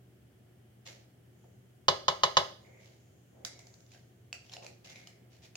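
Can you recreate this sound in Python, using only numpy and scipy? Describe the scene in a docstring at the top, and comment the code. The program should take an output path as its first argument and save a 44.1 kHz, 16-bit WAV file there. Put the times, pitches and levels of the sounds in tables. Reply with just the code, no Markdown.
"""A short swish, then four sharp raps: a plastic measuring spoon knocks dye powder off on the rim of
a steel pan of wet fiber. Each impact excites damped modes of the spoon, the pan and the table below.
Light clicks and scrapes follow, the impacts and friction of small things handled off to the side.
A small, fairly live room reverberates after each sound, over a low rumble and a faint mains hum."""
import sys
import numpy as np
from scipy import signal
from scipy.fft import rfft, irfft, next_fast_len
from scipy.io import wavfile
from scipy.ndimage import map_coordinates

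SR = 44100
rng = np.random.default_rng(int(sys.argv[2]) if len(sys.argv) > 2 else 0)


def wrap_up_sound(samples):
    """Save the sound to the file named by the first command line argument, as 16-bit audio."""
    columns = np.atleast_2d(samples).T
    # keep every value between -1 and 1, then stretch to whole-number steps
    tamed = np.clip(columns, -1, 1)
    steps = np.round(tamed * 32767).astype(np.int16)
    wavfile.write(sys.argv[1], SR, steps)


N = 245221

# raps on the rim: start_s, level_db, low_knock_db, brightness_db
RAPS = [(1.8825, 1, -1, 4.5), (2.0815, 0, -5, 1.5), (2.2342, 1.5, -5.5, 2.5), (2.3689, 3.5, -5, 2.5)]
# spectrum of the contact noise: frequency_hz, level_db
CRACK_SPECTRUM = [(60, -19), (250, -17), (500, -14), (1200, 6.5), (2400, -10.5), (3400, 5.5), (4800, 2),
                  (6800, -10), (8200, -12), (16000, -20)]
# stereo balance of the raps: frequency_hz, left_minus_right_db
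RAP_BALANCE = [(200, 0), (700, 3.5), (1290, -1.5), (2400, -3.5), (4000, -1), (5700, -2.5), (7200, -8.5),
               (9000, -3.5), (13000, 2.5)]


def spoon_raps(crack_db=-16, crack_t60_s=0.032, rise_s=0.0015, rebound_s=0.00429, rattle_db=-5,
               sizzle_db=-43, sizzle_t60_s=0.49, room_db=-6.5):
    """Impact excitation: blows on one spot drive the same modes, each with a burst of contact noise."""
    blows, ringing = np.zeros((2, N)), np.zeros((2, N))
    t = np.arange(SR // 2) / SR
    knock = spaced_pair(spoon_knock(t, rebound_s))
    after_ring = spaced_pair(pan_ring(t))
    crack_envelope = amp(crack_db) * fade(t, crack_t60_s) * (1 - np.exp(-t / rise_s))
    shared_grain = noise(CRACK_SPECTRUM, (2, 2, len(t)))
    for start_s, level_db, low_knock_db, brightness_db in RAPS:
        grain = unit(shared_grain + 0.68 * noise(CRACK_SPECTRUM, shared_grain.shape))
        crack, rattle = crack_envelope * grain
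        contact = pair(crack + amp(rattle_db) * delay(rattle, rebound_s), ROOM_COHERENCE)
        tilt = [(500, low_knock_db), (1000, 0), (5000, brightness_db)]
        colour = lambda hz: amp(level_db + along(tilt, hz))
        add(blows, start_s, filtered(knock + contact, colour))
        add(ringing, start_s, filtered(after_ring, colour))
        # a faint high sizzle trails each rap
        sizzle = noise([(6500, -27.5), (8500, 0), (16000, -1)], (2, len(t)))
        add(ringing, start_s, amp(level_db + sizzle_db) * fade(t, sizzle_t60_s) * sizzle)
    raps = blows + ringing + amp(room_db) * reverberation(blows)
    return filtered(raps, lambda hz: sides(along(RAP_BALANCE, hz)))


# spoon and rim in contact, damped by the hand: pitch_hz, level_db, t60_s
SPOON_MODES = [(370, -35, 0.025), (535, -19.5, 0.017), (685, -20, 0.031), (1030, -11.5, .017),
               (1268, -19, 0.01524), (1480, -34.5, 0.029), (2109, -29.5, 0.028), (2971, -22.5, 0.026),
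               (3510, -21.5, 0.014), (3638, -26, 0.0072), (3950, -20.5, 0.00539), (4600, -18.5, 0.0049),
               (5070, -26.5, 0.017), (6490, -29.5, 0.038)]


def spoon_knock(t, rebound_s, rebound_gain=0.72, split_hz=2500, low_lag_s=0.0008):
    """Dispersion: low bending waves reach the pan's floor after the high ones."""
    low = ring([mode for mode in SPOON_MODES if mode[0] < split_hz], t)
    high = ring([mode for mode in SPOON_MODES if mode[0] >= split_hz], t)
    knock = delay(low, low_lag_s) + high
    return knock - rebound_gain * delay(knock, rebound_s)  # the rebound pushes the other way


# modes of the steel pan: pitch_hz, level_db, t60_s
PAN_MODES = [(370, -10, .18), (393, -10, .18), (509, -3, .33), (565, -2, .22), (630, -8, .22),
             (687, -4, .22), (829, 2, .18), (974, 2, .17), (1034, -3, .2), (1093, 1, .17), (1215, -8, .15),
             (1276, -8, .15), (1504, -11, .19), (2953, -6, .16), (3384, -1, .14), (3568, -4, .15),
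             (3615, -6, .17), (3856, -6, .17), (3930, -6, .17), (4132, -6, .16)]
# thud of the table under the pan: pitch_hz, level_db, t60_s
TABLE_MODES = [(67, -47, 0.15), (90, -52.5, 0.3), (137, -42.5, .11), (171.6, -41, 0.17)]


def pan_ring(t, pan_db=-34.5, lag_s=0.0032):
    """Free vibration: the pan, damped by the wet fiber, rings on with the table after a blow."""
    return delay(amp(pan_db) * ring(PAN_MODES, t) + ring(TABLE_MODES, t), lag_s)


# light clicks of hard plastic: start_s, level_db, pitch_hz, ring_db, knock_db
PLASTIC_CLICKS = [(1.442, -70, 2700, -9, 14.5), (3.4488, -24.5, 3930, -12, -26),
                  (3.918, -50.5, 2390, -1, -23), (3.947, -60.5, 1630, 11.5, 7),
                  (4.328, -34, 2670, 9.5, -14), (4.496, -54, 3190, 14, 0), (4.521, -60, 4100, 19, -14),
                  (4.5358, -44, 5350, 13, -7), (4.539, -53, 4030, 19, -11), (4.567, -46, 2790, 12, 5.5),
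                  (4.626, -57, 2640, 12, 2), (4.645, -45, 2730, 1.5, -16), (4.665, -40.5, 2460, 5.5, -21),
                  (4.9583, -48, 2320, 10.5, -11), (5.0723, -42, 3000, 3, -14),
                  (5.5545, -35, 2630, 3, -13.5)]
# contact noise of a click: frequency_hz, level_db
SNAP_SPECTRUM = [(200, -49), (800, -10), (1300, -2.5), (2600, -7), (4300, 2.5), (6800, 5.5), (8500, 3.5),
                 (16000, -2.5)]


def plastic_clicks(snap_db=2, snap_t60_s=0.024, ring_t60_s=0.01, overtone_ratio=1.72, overtone_db=-7,
                   knock_hz=720, knock_t60_s=0.0193, rise_s=0.00031, room_db=-1):
    """Heavily damped impacts: each gives a snap of noise, two short plastic modes and a dull knock."""
    clicks, t = np.zeros((2, N)), np.arange(SR // 10) / SR
    attack = 1 - np.exp(-t / rise_s)
    for start_s, level_db, pitch_hz, ring_db, knock_db in PLASTIC_CLICKS + tick_run():
        modes = [(pitch_hz, ring_db, ring_t60_s),
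                 (pitch_hz * overtone_ratio, ring_db + overtone_db, ring_t60_s),
                 (knock_hz, knock_db, knock_t60_s)]
        snap = amp(snap_db) * noise(SNAP_SPECTRUM, (2, len(t))) * fade(t, snap_t60_s)
        add(clicks, start_s, amp(level_db) * (snap + ring(modes, t)) * attack)
    return clicks + amp(room_db) * reverberation(clicks)


def tick_run(count=5, start_s=3.591, gap_s=0.078, gap_ratio=0.91, first_db=-43, loss_db=3.5,
             pitch_hz=3700, ring_db=-19, knock_db=-15):
    """Geometric progression: rows of clicks that quicken and fade, as of a jar lid being turned."""
    times_s = [start_s + gap_s * (1 - gap_ratio ** k) / (1 - gap_ratio) for k in range(count)]
    return [(s, first_db - loss_db * k, pitch_hz, ring_db, knock_db) for k, s in enumerate(times_s)]


# strokes of things sliding and scraping: start_s, rise_s, t60_s, level_db
SCRAPE_STROKES = [(.849, 0.021, 0.4, -46.5), (2.76, .09, .8, -61.5), (3.45, 0.16, 2.2, -70),
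                  (3.87, .07, .35, -59), (4.43, 0.0361, .4, -59.5), (4.507, 0.03, .11, -45.5),
                  (4.613, 0.018, .4, -54), (4.836, 0.02, .22, -49.5), (4.877, .028, .15, -47.5),
                  (4.947, .025, .45, -53.5), (5.29, .05, .3, -61.5), (5.405, .045, .12, -51.5)]
# spectrum of the friction hiss: frequency_hz, level_db
SCRAPE_SPECTRUM = [(300, -16.5), (700, -3.5), (1000, -8), (1500, -9), (2400, -0.5), (3500, -1), (5000, -1),
                   (6800, -2), (8500, -3), (16000, -6)]


def scrapes(roughness):
    """Sliding friction: tiny slips make a grainy hiss with each stroke."""
    return strokes(SCRAPE_STROKES) * unit(noise(SCRAPE_SPECTRUM, (2, N)) * roughness)


# swells of the soft tone: start_s, level_db
TONE_SWELLS = [(2.62, -65), (3.42, -66), (4.84, -60.5)]


def soft_tone(roughness, pitch_hz=2170, half_width_hz=200, gain_db=-3,
              rise_s=0.042, hold_s=0.13, t60_s=0.65):
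    """Narrow-band noise: a soft, slightly rough tone near 2.2 kHz swells and fades."""
    envelope = sum(amp(db) * swell(start_s, rise_s, t60_s, hold_s) for start_s, db in TONE_SWELLS)
    return amp(gain_db) * envelope * unit(noise_band(pitch_hz, half_width_hz) * roughness)


# dull shuffles of sleeve and body: start_s, rise_s, t60_s, level_db
SHUFFLE_STROKES = [(.852, 0.038, 0.48, -60.5), (1.43, 0.011, 0.16, -65.5), (2.5, .2, 1.4, -64.5),
                   (3.29, 0.092, 2.2, -63.5), (4.5, .06, 0.63, -61), (4.61, 0.019, .28, -50.5),
                   (4.8, 0.064, 2.5, -68)]
# spectrum of the shuffles: frequency_hz, level_db
SHUFFLE_SPECTRUM = [(100, -27.5), (350, -8), (560, -3), (800, -4.5), (1200, -16), (3000, -30.5)]
# whispers of the sleeve as the arm moves: start_s, rise_s, t60_s, level_db
SLEEVE_STROKES = [(1.25, .2, 1.7, -78), (2.55, 0.1, 5.9, -73), (3.45, 0.27, 1.5, -69)]


def cloth_rustle(shuffle_db=-4, whisper_hz=6900, half_width_hz=750):
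    """Friction noise of cloth: dull shuffles and a high whisper swell as the body moves."""
    shuffle = amp(shuffle_db) * strokes(SHUFFLE_STROKES) * noise(SHUFFLE_SPECTRUM, (2, N))
    whisper = strokes(SLEEVE_STROKES) * noise_band(whisper_hz, half_width_hz)
    return shuffle + whisper


def quiet_sounds(roughness_db=3.0, roughness_rate_hz=300, room_db=-2):
    """Amplitude modulation: one fast flicker roughens scrapes and tone; cloth and room are added."""
    roughness = amp(roughness_db * wobble(roughness_rate_hz))
    direct = scrapes(roughness) + soft_tone(roughness) + cloth_rustle()
    return direct + amp(room_db) * reverberation(direct)


# reverberation time of the room: frequency_hz, t60_s
ROOM_DECAY = [(100, 0.46), (500, 0.4), (1000, 0.4), (2200, 0.38), (4000, 0.49), (7000, .4), (14000, 0.13)]
# spectrum of the reflections: frequency_hz, level_db
ROOM_SPECTRUM = [(100, 5), (500, 10.5), (1000, -5.5), (2000, 5.5), (3000, -3.5), (3900, -3), (5200, -1.5),
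                 (7000, -2), (9000, 7.5), (14000, 5)]
# likeness of left and right in the room: frequency_hz, coherence
ROOM_COHERENCE = [(130, 0.96), (300, 0.056), (800, 0.32), (2000, 0)]


def reverberation(x, gap_s=0.0077, early_db=4, early_t60_s=0.093):
    """Reflection and absorption: dense echoes from table and walls, each band dying at its own rate."""
    diffuse = pair(rng.standard_normal((2, SR * 3 // 4)), ROOM_COHERENCE)
    hz, frame_s, bands = signal.stft(diffuse, SR, nperseg=256)
    decay = fade(frame_s, along(ROOM_DECAY, hz)[:, None])
    colour = amp(along(ROOM_SPECTRUM, hz))[:, None]
    _, tail = signal.istft(bands * decay * colour, SR, nperseg=256)
    t = np.arange(tail.shape[1]) / SR
    early_boost = 1 + amp(early_db) * fade(t, early_t60_s)
    onset = np.clip(t / gap_s - 0.5, 0, 1)
    response = tail * early_boost * onset
    return signal.fftconvolve(x, response / np.linalg.norm(response[0]), axes=1)[:, :x.shape[-1]]


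# steady noise of the room: frequency_hz, level_db
AMBIENT_SPECTRUM = [(15, -78), (25, -38.5), (53, -32.5), (71, -12.5), (122, -7.5), (148, -12.5), (183, -11),
                    (297, -18.5), (359, -14), (495, -23.5), (741, -26), (950, -35.5), (1410, -33),
                    (1660, -31.5), (2650, -36.5), (3100, -33), (3800, -41.5), (15500, -43)]
# likeness of its left and right, negatives taken as zero: frequency_hz, coherence
AMBIENT_COHERENCE = [(60, 1), (180, 0.9), (550, 0.4), (1650, -0.28), (4970, -1.3), (15000, 0.2)]
# its stereo balance: frequency_hz, left_minus_right_db
AMBIENT_BALANCE = [(60, 2), (110, -1.5), (200, 3.5), (380, -2.5), (700, 8), (1290, -1), (2380, -1),
                   (4400, 1), (8120, -3), (15000, 2.5)]


def ambient_noise(level_db=-62):
    """Stationary noise: a low rumble, alike on both sides, and a faint incoherent hiss."""
    air = pair(noise(AMBIENT_SPECTRUM, (2, N)), AMBIENT_COHERENCE)
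    return amp(level_db) * unit(filtered(air, lambda hz: sides(along(AMBIENT_BALANCE, hz))))


def mains_hum(level_db=-64, pitch_hz=120, drift_rad=0.46):
    """Phase modulation: a slow random drift makes the hum waver a little."""
    phase = 2 * np.pi * pitch_hz * np.arange(N) / SR + drift_rad * wobble(20)
    return amp(level_db) * unit(np.sin(phase))


def amp(db):
    """Decibels as an amplitude ratio."""
    return 10 ** (np.asarray(db) / 20)


def unit(x):
    """Normalisation to rms 1."""
    return x / np.sqrt(np.mean(x ** 2) + 1e-20)


def along(points, hz):
    """Interpolation of (frequency_hz, value) points on a log frequency axis."""
    frequencies, values = np.transpose(points)
    return np.interp(np.log(hz + 1), np.log(frequencies + 1), values)


def wobble(rate_hz):
    """A smooth random curve with rate_hz knots a second."""
    knots = rng.standard_normal(int(N * rate_hz / SR) + 4)
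    return map_coordinates(knots, [np.arange(N) * rate_hz / SR])


def filtered(x, response):
    """Linear filtering: the spectrum of x times a complex frequency response."""
    n = x.shape[-1]
    padded = next_fast_len(n + SR // 10)
    return irfft(rfft(x, padded) * response(np.fft.rfftfreq(padded, 1 / SR)), padded)[..., :n]


def delay(x, lag_s):
    """Delay as a linear phase shift."""
    return filtered(x, lambda hz: np.exp(-2j * np.pi * hz * lag_s))


def noise(spectrum, shape):
    """Coloured noise of rms 1."""
    return unit(filtered(rng.standard_normal(shape), lambda hz: amp(along(spectrum, hz))))


def noise_band(centre_hz, half_width_hz):
    """Stereo noise of rms 1 in one narrow band."""
    peak = lambda hz: 1 / (1 + ((hz - centre_hz) / half_width_hz) ** 2)
    return unit(filtered(rng.standard_normal((2, N)), peak))


def fade(t, t60_s):
    """Exponential decay, 60 dB in t60_s."""
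    return np.exp(-np.log(1000) * t / t60_s)


def ring(modes, t):
    """Modal superposition: damped sines, neighbours in opposite sign."""
    return sum((-1) ** k * amp(db) * fade(t, t60_s) * np.sin(2 * np.pi * hz * t)
               for k, (hz, db, t60_s) in enumerate(modes))


def swell(start_s, rise_s, t60_s, hold_s=0):
    """Envelope: a smooth rise, a hold and an exponential release."""
    t = np.arange(N) / SR - start_s
    attack = np.sin(np.pi / 2 * np.clip(t / rise_s, 0, 1)) ** 2
    return attack * fade(np.maximum(t - rise_s - hold_s, 0), t60_s)


def strokes(rows):
    """Incoherent summation: the envelope of overlapping strokes, whose powers add."""
    return np.sqrt(sum((amp(db) * swell(*timing)) ** 2 for *timing, db in rows))


def sides(db):
    """Left and right gains for a level difference."""
    return amp(np.array([[0.5], [-0.5]]) * db)


def spaced_pair(x, lag_s=0.00022):
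    """Arrival time difference: the right channel lags the left."""
    return np.array([x, delay(x, lag_s)])


def pair(x, coherence):
    """Mid-side mixing: two unrelated signals become left and right of the given coherence."""
    angle = lambda hz: np.arccos(np.clip(along(coherence, hz), 0, 1)) / 2
    mid, side = filtered(x, lambda hz: np.array([np.cos(angle(hz)), np.sin(angle(hz))]))
    return np.array([mid + side, mid - side])


def add(track, start_s, sound):
    """Mix a sound into the track at start_s."""
    part = track[:, round(start_s * SR):][:, :sound.shape[-1]]
    part += sound[..., :part.shape[-1]]


# response of the microphones: frequency_hz, gain_db
MIC_RESPONSE = [(30, -10), (55, 3), (6800, -1), (7500, -7.5), (8300, -18), (11000, -17.5), (16000, -17)]


def scene():
    """Superposition: close raps, handling farther off and a little to the right, and the background."""
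    sounds = spoon_raps() + (plastic_clicks() + quiet_sounds()) * sides(-0.83)
    return filtered(sounds, lambda hz: amp(along(MIC_RESPONSE, hz))) + ambient_noise() + mains_hum()


def record(dry, cutoff_hz=16000):
    """Band limiting: an ideal low-pass filter removes everything above the cutoff."""
    return filtered(dry, lambda hz: hz < cutoff_hz)


dry = scene()
out = record(dry)
wrap_up_sound(out)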